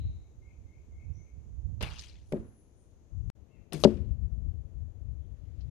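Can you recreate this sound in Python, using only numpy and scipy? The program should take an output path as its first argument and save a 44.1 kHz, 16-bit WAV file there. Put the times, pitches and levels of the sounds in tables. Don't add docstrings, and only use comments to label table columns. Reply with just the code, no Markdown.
import sys
import numpy as np
from scipy import signal
from scipy.fft import rfft, irfft, next_fast_len
from scipy.io import wavfile
from scipy.ndimage import uniform_filter1d

SR = 44100
rng = np.random.default_rng(int(sys.argv[2]) if len(sys.argv) > 2 else 0)


def dump_mix(stems):
    frames = np.atleast_2d(stems).T
    limited = np.clip(frames, -1, 1)
    pcm = np.round(limited * 32767).astype(np.int16)
    wavfile.write(sys.argv[1], SR, pcm)


N = 251369


# frequency in Hz, level in dB, t60 in seconds.
BOW_MODES = [(149.8, -1, 0.31), (210.4, 4.5, 0.041), (393, -1, 0.073), (480, -7, 0.12), (694, -3, 0.084),
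             (1330, -16.5, .12)]
# frequency in Hz, level in dB, t60 in seconds.
TARGET_MODES = [(169, -5.5, 0.068), (216.1, -6, .24), (276.6, -8, 0.092), (358.4, -18.5, 0.28),
                (378.7, -0.5, 0.078), (446, -15.5, 0.14), (557, -15, 0.078), (574.7, 4, 0.035),
                (643, -17, 0.089), (780, -10.5, .02), (955, -2.5, 0.012), (1260, -17, 0.0085)]
# frequency in Hz, level in dB, t60 in seconds.
TIP_MODES = [(600, -1, 0.024), (1223, -10, 0.015), (2876, -7, 0.005), (3940, 1.5, 0.005),
             (6260, -8.5, 0.0046), (10500, -13, 0.0067)]
# time in seconds, level in dB, contact in ms, shade in dB.
BOW_PUSHES = [(1.8095, -42, 0.78, 1), (1.826, -35.5, 2.2, -6), (3.7205, -40, .6, 14.5),
              (3.7385, -29, 0.95, 13), (3.7445, -39, 1.9, 14)]
# time in seconds, level in dB, contact in ms, shade in dB.
TARGET_BLOWS = [(2.3212, -25.5, 0.88, 7.3), (2.3275, -17.5, 3, 1.6), (2.3345, -21, 0.81, 2.8),
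                (2.378, -28.5, 2.2, 2.3), (3.8382, -20, 0.17, 13), (3.8445, -24, 0.44, 18),
                (3.847, -24.5, 4, 10), (3.8497, -3, 0.58, 12.6), (3.8745, -20.5, 0.67, 8.3)]
# time in seconds, level in dB, contact in ms, shade in dB.
TIP_BLOWS = [(3.8378, -8, 0.055, 16.5)]

# time in seconds, knock level in dB, crack level in dB,
# crack centre in Hz, crack t60 in seconds, zing level in dB, shade in dB.
STRING_SLAPS = [(1.808, -39, -35.5, 2780, 0.086, -72, 0), (1.8246, -36.5, -26.5, 2820, 0.041, -36, 4),
                (3.7235, -39.5, -37.5, 2996, .025, -59.5, 12.5),
                (3.731, -45.5, -32.5, 3500, .05, -35.5, 12.5)]
# centre in Hz, width in octaves, t60 in seconds.
KNOCK, ZING = (480, 1.3, 0.071), (9700, 0.36, 0.029)
CRACK_OCTAVES = 0.85

# time in seconds, level in dB, centre in Hz.
FLIGHT_PATHS = [
    [(1.83, -37, 2170), (1.88, -47.5, 2640), (1.978, -51, 3100), (1.995, -51.5, 3980), (2.045, -51.5, 3550),
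     (2.11, -55.5, 3330), (2.17, -66, 3240), (2.32, -78, 4840)],
    [(3.74, -44.5, 3000), (3.8, -56, 4000), (3.825, -49.5, 5500), (3.838, -58, 4340)],
]
FLIGHT_WIDTHS = [0.81, 1.3]
FLIGHT_SHADES = [6, 11.5]
PATCHY_DB, RATTLE_DB = 3.5, 2.8

# time in seconds, level in dB, centre in Hz, shade in dB.
FOAM_TEARS = [(2.321, -39.5, 1480, -2.5), (2.323, -42.5, 2200, -4.5), (2.322, -47.5, 6000, -4),
              (3.838, -21.5, 800, 6), (3.838, -21.5, 3080, 11), (3.842, -21, 3480, 10),
              (3.846, -31, 4000, 18), (3.848, -40, 6000, 6.5)]
TEAR_T60_S, TEAR_OCTAVES = 0.029, 0.73
# time in seconds, level in dB, centre in Hz,
# t60 in seconds, shade in dB.
SMALL_CLICKS = [(1.913, -56, 3000, .04, -21), (1.985, -43.5, 4600, 0.031, -11), (1.992, -38, 4700, .05, -3),
                (2.035, -45.5, 3060, 0.055, 8), (2.081, -56, 5500, .03, -2), (2.111, -57, 3040, .03, 8),
                (3.7515, -46, 6000, .015, 14.5), (3.774, -49.5, 3955, .025, 11.5),
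                (3.79, -56, 4200, .02, 12), (3.878, -59, 6320, 0.011, 16),
                (3.906, -54.5, 4510, 0.019, 13.5), (3.975, -57, 2500, 0.028, 17.5),
                (4.259, -64, 1190, .03, 10.5), (5.192, -69, 3200, 0.022, 15.5),
                (5.607, -62.5, 4000, 0.11, 23.5)]
CLICK_OCTAVES = 0.47
# time in seconds, boom level in dB,
# middle level in dB, treble level in dB, top level in dB, shade in dB.
ROLL_LEVELS = [(1.83, -50, -45.5, -56.5, -56.5, 6), (2.335, -33.5, -57, -67.5, -70.5, 4.5),
               (3.735, -36.5, -57.5, -62.5, -61.5, 11.5), (3.865, -29.5, -54.5, -57, -66.5, 10.5)]
# centre in Hz, width in octaves, t60 in seconds.
ROLL_BANDS = [(233.5, 0.83, .4), (950, 0.88, .55), (2400, 1.0, .55), (9000, .45, .4)]
RAGGED_DB = 2.2

# frequency in Hz, t60 in seconds.
ECHO_DECAY = [(150, 0.99), (400, 0.2), (1000, 0.1), (2300, .7), (4000, 0.25), (8000, 0.53)]
THUD_ECHO_DB, CRACK_ECHO_DB, SONG_ECHO_DB = -22, -25.5, 1.5

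# start in seconds, length in seconds, first frequency in Hz,
# last frequency in Hz, level in dB, blur in Hz, shade in dB.
FAR_NOTES = [(1.129, 0.061, 5870, 6040, -70.5, 300, 3), (1.15, 0.12, 6260, 6130, -74, 150, 16),
             (2.244, 0.092, 10130, 10840, -78.5, 595, 2), (2.426, 0.088, 10300, 10520, -78, 880, 3),
             (2.505, 0.12, 10640, 10390, -75.5, 450, 2), (2.744, 0.092, 9440, 9450, -77.5, 795, 6),
             (5.2, 0.07, 3382, 3255, -87.5, 497.5, 9), (5.44, 0.063, 2262, 2074, -88, 300, 2.5)]
# start in seconds, held length in seconds, level in dB.
PHRASES = [(0.172, 0.077, -83.5), (0.402, 0.1, -71), (0.643, .135, -74.5), (.9, 0.16, -71),
           (1.14, .17, -76)]
HELD_HZ, HELD_END_HZ, HELD_BLUR_HZ, HELD_SHADE_DB = 2120, 2220, 85, 14
FLICK_AT, FLICK_S, FLICK_DB = 0.52, 0.085, -7
FLICK_HZ, FLICK_END_HZ, FLICK_BLUR_HZ, FLICK_SHADE_DB = 2450, 2450, 220, 8
# frequency in Hz, level in dB, blur in Hz, t60 in seconds.
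FADING_CALLS = [(3920, -68, 260, 0.89), (2960, -73, 980, 0.47), (2180, -84.5, 250, 0.96)]
FADING_SHADE_DB = 2.5
# time in seconds, fundamental in Hz, level in dB.
CAW_PATH = [(3.485, 498, -85.5), (3.504, 534, -80), (3.539, 538, -72.5), (3.565, 505, -75),
            (3.59, 462.5, -82.5)]
# multiple of the fundamental, level in dB.
CAW_HARMONICS = [(2, -12), (4, -4.5), (5, 0.5), (6, -20)]

# time in seconds, level in dB.
LEAVES = [(5.05, -105), (5.3, -87), (5.6, -78), (5.7, -81.5)]
LEAVES_HZ, LEAVES_OCTAVES, LEAVES_SHADE_DB = 2000, 1.3, 4.5

# frequency in Hz, level in dB per Hz.
BUFFET_SPECTRUM = [(15, -24), (28, -13.5), (45, -1), (65, 6), (95, -0.5), (150, -12.5), (300, -33.5),
                   (600, -48.5), (1500, -72.5), (6000, -84.5), (13000, -85.5)]
# time in seconds, level in dB.
LEFT_GUSTS = [(0, -33), (.06, -30.5), (.13, -34.5), (.24, -56), (.9, -56), (.97, -42), (1.05, -59),
              (1.35, -57), (1.9, -53), (2.6, -59), (3.08, -56), (3.13, -32), (3.3, -28), (3.36, -51.5),
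              (3.53, -63), (3.6, -43.5), (3.68, -63), (3.84, -32.5), (4.0, -30.5), (4.5, -31), (4.7, -41.5),
              (4.86, -32.5), (4.93, -48), (5.06, -35), (5.48, -41.5), (5.6, -36.5), (5.7, -37)]
# time in seconds, level in dB.
RIGHT_GUSTS = [(0, -36.5), (0.059, -32.5), (.15, -43.5), (.22, -51.5), (.32, -49.5), (.95, -49),
               (1.02, -37), (1.2, -39.5), (1.29, -56.5), (1.36, -42.5), (1.6, -37.5), (1.711, -26.5),
               (1.78, -40), (1.839, -27), (2.04, -55.5), (2.17, -44.5), (2.25, -51.5), (2.4, -44.5),
               (2.6, -65), (3.3, -80), (3.6, -88), (3.85, -60), (4.5, -71.5), (4.9, -86), (5.6, -71)]

# frequency in Hz, left then right level near the archer,
# left then right level near the target, all in dB per Hz.
YARD_SPECTRA = [(39.4, -94.5, -84, -88, -99), (78.7, -80.5, -90.5, -81.5, -96.5),
                (158.1, -94.5, -91.5, -83, -103), (327.6, -90, -99, -88.5, -108),
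                (650, -100, -107, -97, -113), (1080, -109, -114, -112, -114),
                (1610, -115, -118, -119, -115), (2700, -118, -120, -119, -122),
                (4480, -122, -123, -124, -125), (5718, -118, -125, -124, -127),
                (6050, -110, -127, -116, -129), (7100, -110, -129, -116, -130),
                (7050, -117, -129, -125, -130), (8600, -127, -130, -130, -131),
                (12930, -128, -130, -130, -131)]
# frequency in Hz, shared amplitude from 0 to 1.
LIKENESS = [(60, 0.34), (300, 0.98), (700, 0.19), (1500, 0), (4000, 0)]
# frequency in Hz, gain in dB.
RIGHT_COLOUR = [(100, -3.5), (600, 3), (2000, -2), (4500, -9.5), (6300, -4.5), (7300, -17.5), (8500, -18.5),
                (9300, -4), (11000, 0), (13000, -3)]

CUT_S, RESUME_S = 3.301, 3.352
EDGE_HZ = 13300


def struck(blows, modes, swell_s):
    out, t = np.zeros((2, N)), np.arange(SR // 2) / SR
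    ring = np.zeros(len(t))
    for k, (hz, db, t60) in enumerate(modes):
        sign = (-1) ** k
        ring += sign * gain_of(db - 60 * t / t60) * np.sin(2 * np.pi * hz * t)
    ring *= 1 - np.exp(-t / swell_s)
    push_s = np.arange(-200, 200) / SR
    for s, db, contact_ms, shade_db in blows:
        push = np.exp(-(push_s * 2000 / contact_ms) ** 2)
        pushed = signal.oaconvolve(ring, push / push.sum())
        add(out, s - 200 / SR, gain_of(db) * pushed, shade_db)
    return out


def string_slaps():
    out = np.zeros((2, N))
    for s, knock_db, crack_db, crack_hz, crack_t60, zing_db, shade_db in STRING_SLAPS:
        knock = burst(knock_db, *KNOCK)
        crack = burst(crack_db, crack_hz, CRACK_OCTAVES, crack_t60)
        zing = burst(zing_db, *ZING)
        add(out, s, knock + crack + zing, shade_db)
    return out


def flight():
    out, hz = np.zeros((2, N)), np.fft.rfftfreq(256, 1 / SR)[:, None]
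    for rows, octaves, shade_db in zip(FLIGHT_PATHS, FLIGHT_WIDTHS, FLIGHT_SHADES):
        s, db, centre = np.transpose(rows)
        t = np.arange(s[0], s[-1], 64 / SR)
        a, b, c, d, patches = rng.standard_normal((len(t), len(hz), 5)).T
        patches = uniform_filter1d(uniform_filter1d(patches, size=3, axis=0), size=12, axis=1)
        patches_db = PATCHY_DB * evened(patches)
        rattle_db = RATTLE_DB * smooth(len(t), size=2)
        bell_db = -6 * (np.log2((hz + 1) / np.interp(t, s, centre)) / octaves) ** 2
        left = a + 1j * b
        right = 0.91 * left + 0.8 * (c + 1j * d)
        spectra = np.array([left, right]) * gain_of(bell_db + patches_db + rattle_db)
        hiss = signal.istft(spectra, nperseg=256, noverlap=192)[1]
        level_db = np.interp(s[0] + np.arange(hiss.shape[1]) / SR, s, db)
        add(out, s[0], evened(hiss) * gain_of(level_db), shade_db)
    return out


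def foam_tears():
    out = np.zeros((2, N))
    for s, db, hz, shade_db in FOAM_TEARS:
        add(out, s, burst(db, hz, TEAR_OCTAVES, TEAR_T60_S), shade_db)
    return out


def small_clicks():
    out = np.zeros((2, N))
    for s, db, hz, t60, shade_db in SMALL_CLICKS:
        add(out, s, burst(db, hz, CLICK_OCTAVES, t60), shade_db)
    return out


def rolls():
    out = np.zeros((2, N))
    for s, *levels_db, shade_db in ROLL_LEVELS:
        bands = [burst(db, *band) for db, band in zip(levels_db, ROLL_BANDS)]
        add(out, s, sum(bands), shade_db)
    return out


def echoes(x):
    taps = np.zeros((2, SR // 2))
    at = np.arange(500, SR // 2 - 20, 20)
    at = at + rng.integers(0, 20, (2, len(at)))
    np.put_along_axis(taps, at, rng.choice([-1., 1.], at.shape), 1)
    hz, t, spectra = signal.stft(alike(*taps), SR, nperseg=256)
    decay = gain_of(-60 * t / read(ECHO_DECAY, hz)[:, None])
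    tail = signal.istft(spectra * decay, SR, nperseg=256)[1]
    return signal.fftconvolve(x, tail / np.linalg.norm(tail[0]), axes=1)[:, :N]


def far_whistles():
    out, notes = np.zeros((2, N)), list(FAR_NOTES)
    for s, length, db in PHRASES:
        notes.append((s, length, HELD_HZ, HELD_END_HZ, db, HELD_BLUR_HZ, HELD_SHADE_DB))
        notes.append((s + FLICK_AT * length, FLICK_S, FLICK_HZ, FLICK_END_HZ, db + FLICK_DB,
                      FLICK_BLUR_HZ, FLICK_SHADE_DB))
    for s, length, first_hz, last_hz, db, blur_hz, shade_db in notes:
        note = whistle(length, first_hz, last_hz, blur_hz)
        growth = np.minimum(np.linspace(0.3, 1.8, len(note)), 1)
        swell = growth * signal.windows.tukey(len(note), 0.45)
        add(out, s, gain_of(db) * note * swell, shade_db)
    for hz, db, blur_hz, t60 in FADING_CALLS:
        note = whistle(0.68, hz, hz, blur_hz)
        add(out, 0, note * gain_of(db - 60 * np.arange(len(note)) / SR / t60), FADING_SHADE_DB)
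    return out


def caw():
    out = np.zeros((2, N))
    s, hz, db = np.transpose(CAW_PATH)
    t = np.arange(s[0], s[-1], 1 / SR)
    jitter = 1 + 0.02 * smooth(len(t), size=150)
    turns = np.cumsum(np.interp(t, s, hz) * jitter) / SR
    call = np.zeros(len(t))
    for multiple, throat_db in CAW_HARMONICS:
        waver_db = 2.4 * smooth(len(t), size=200)
        call += gain_of(throat_db + waver_db) * np.sin(2 * np.pi * round(multiple) * turns)
    add(out, s[0], call * gain_of(np.interp(t, s, db)), shade_db=10)
    return out


def rustle():
    s, db = np.transpose(LEAVES)
    t, out = np.arange(s[0], s[-1], 1 / SR), np.zeros((2, N))
    hiss = np.array([hump(len(t), LEAVES_HZ, LEAVES_OCTAVES) for port in (0, 1)])
    level_db = np.interp(t, s, db) + 1.5 * smooth(len(t), size=400)
    add(out, s[0], hiss * gain_of(level_db), LEAVES_SHADE_DB)
    return out


def wind():
    t = np.arange(N) / SR
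    eddies = coloured(rng.standard_normal((2, N)), lambda f: read(BUFFET_SPECTRUM, f))
    power = uniform_filter1d(uniform_filter1d(eddies ** 2, size=2200), size=2200)
    eddies /= np.sqrt(power) ** 0.27
    lumps_db = 3.0 * smooth((2, N), size=700)
    gusts_db = [np.interp(t, *np.transpose(port)) for port in (LEFT_GUSTS, RIGHT_GUSTS)]
    out = evened(eddies * gain_of(lumps_db)) * gain_of(gusts_db)
    swing = np.exp(-((t - CUT_S) / 0.003) ** 2)
    out[0] += swing * (gain_of(-29) - out[0])
    return out


def yard():
    noise = alike(*rng.standard_normal((2, N))) * np.sqrt(SR / 2)
    places = []
    for first_column in (1, 3):
        pair = [coloured(noise[k], lambda f: read(YARD_SPECTRA, f, axis=first_column + k)) for k in (0, 1)]
        places.append(pair)
    swell_db = 0.18 * smooth(N, size=3000)
    return np.where(np.arange(N) < CUT_S * SR, places[0], places[1]) * gain_of(swell_db)


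def burst(db, hz, octaves, t60):
    t = np.arange(16000) / SR
    pair = alike(hump(len(t), hz, octaves), hump(len(t), hz, octaves))
    rise = 1 - np.exp(-t / (0.00049 + 0.74 / hz))
    ragged = gain_of(RAGGED_DB * smooth(len(t), size=max(round(20 * SR / hz), 2)))
    return pair * gain_of(db - 60 * t / t60) * rise * ragged


def whistle(length, first_hz, last_hz, blur_hz):
    count = round(length * SR)
    a, b = smooth((2, count + 2000), size=max(round(SR / blur_hz / 2), 2))[:, :count]
    turn = np.exp(2j * np.pi * np.cumsum(np.linspace(first_hz, last_hz, count)) / SR)
    return evened(((45 / blur_hz + a + 1j * b) * turn).real)


def hump(count, hz, octaves):
    bell_db = lambda f: -6 * (np.log2((f + 1) / hz) / octaves) ** 2
    return evened(coloured(rng.standard_normal(count), bell_db))


def alike(a, b):
    shared_db = lambda f: 20 * np.log10(np.clip(read(LIKENESS, f), 1e-3, 0.999))
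    own_db = lambda f: 10 * np.log10(1 - gain_of(shared_db(f)) ** 2)
    return np.array([a, coloured(a, shared_db) + coloured(b, own_db)])


def smooth(shape, size):
    noise = rng.standard_normal(shape)
    return evened(uniform_filter1d(uniform_filter1d(noise, size=size), size=size))


def coloured(x, db_of):
    size = next_fast_len(x.shape[-1])
    gain = gain_of(db_of(np.fft.rfftfreq(size, 1 / SR)))
    return irfft(rfft(x, size) * gain, size)[..., :x.shape[-1]]


def read(points, hz, axis=1):
    table = np.transpose(points)
    return np.interp(np.log(hz + 1), np.log(table[0] + 1), table[axis])


def add(mix, s, sound, shade_db):
    part = mix[:, round(s * SR):][:, :sound.shape[-1]]
    part += sound[..., :part.shape[1]] * gain_of([[0], [-shade_db]])


def evened(x):
    return x / np.sqrt(np.mean(x ** 2) + 1e-20)


def gain_of(db):
    return 10 ** (np.asarray(db) / 20)


def scene():
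    thuds = struck(BOW_PUSHES, BOW_MODES, swell_s=0.00021) + struck(TARGET_BLOWS, TARGET_MODES, swell_s=0.0001)
    cracks = string_slaps() + foam_tears() + small_clicks() + rolls() + flight()
    song = far_whistles() + caw()
    to_echo = gain_of(THUD_ECHO_DB) * thuds + gain_of(CRACK_ECHO_DB) * cracks + gain_of(SONG_ECHO_DB) * song
    air = thuds + cracks + song + echoes(to_echo)
    air -= struck(TIP_BLOWS, TIP_MODES, swell_s=0.00005)
    air[1] = coloured(air[1], lambda f: read(RIGHT_COLOUR, f))
    return air + yard() + wind() + rustle()


def record(dry):
    t = np.arange(N) / SR
    rise_db = np.interp(t, [3.328, 3.33, 3.347, RESUME_S + 0.003], [-120, -48, -32, 1.0])
    cut = dry * np.where(t < CUT_S, 1, gain_of(rise_db))
    cut *= np.minimum((t[-1] - t) / 0.004, 1)
    ceiling = 0.93
    cut = cut / (1 + (cut / ceiling) ** 6) ** (1 / 6)
    low_pass = signal.firwin(511, EDGE_HZ, window=("kaiser", 9), fs=SR)
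    return signal.oaconvolve(cut, low_pass[None], "same")


dry = scene()
out = record(dry)
dump_mix(out)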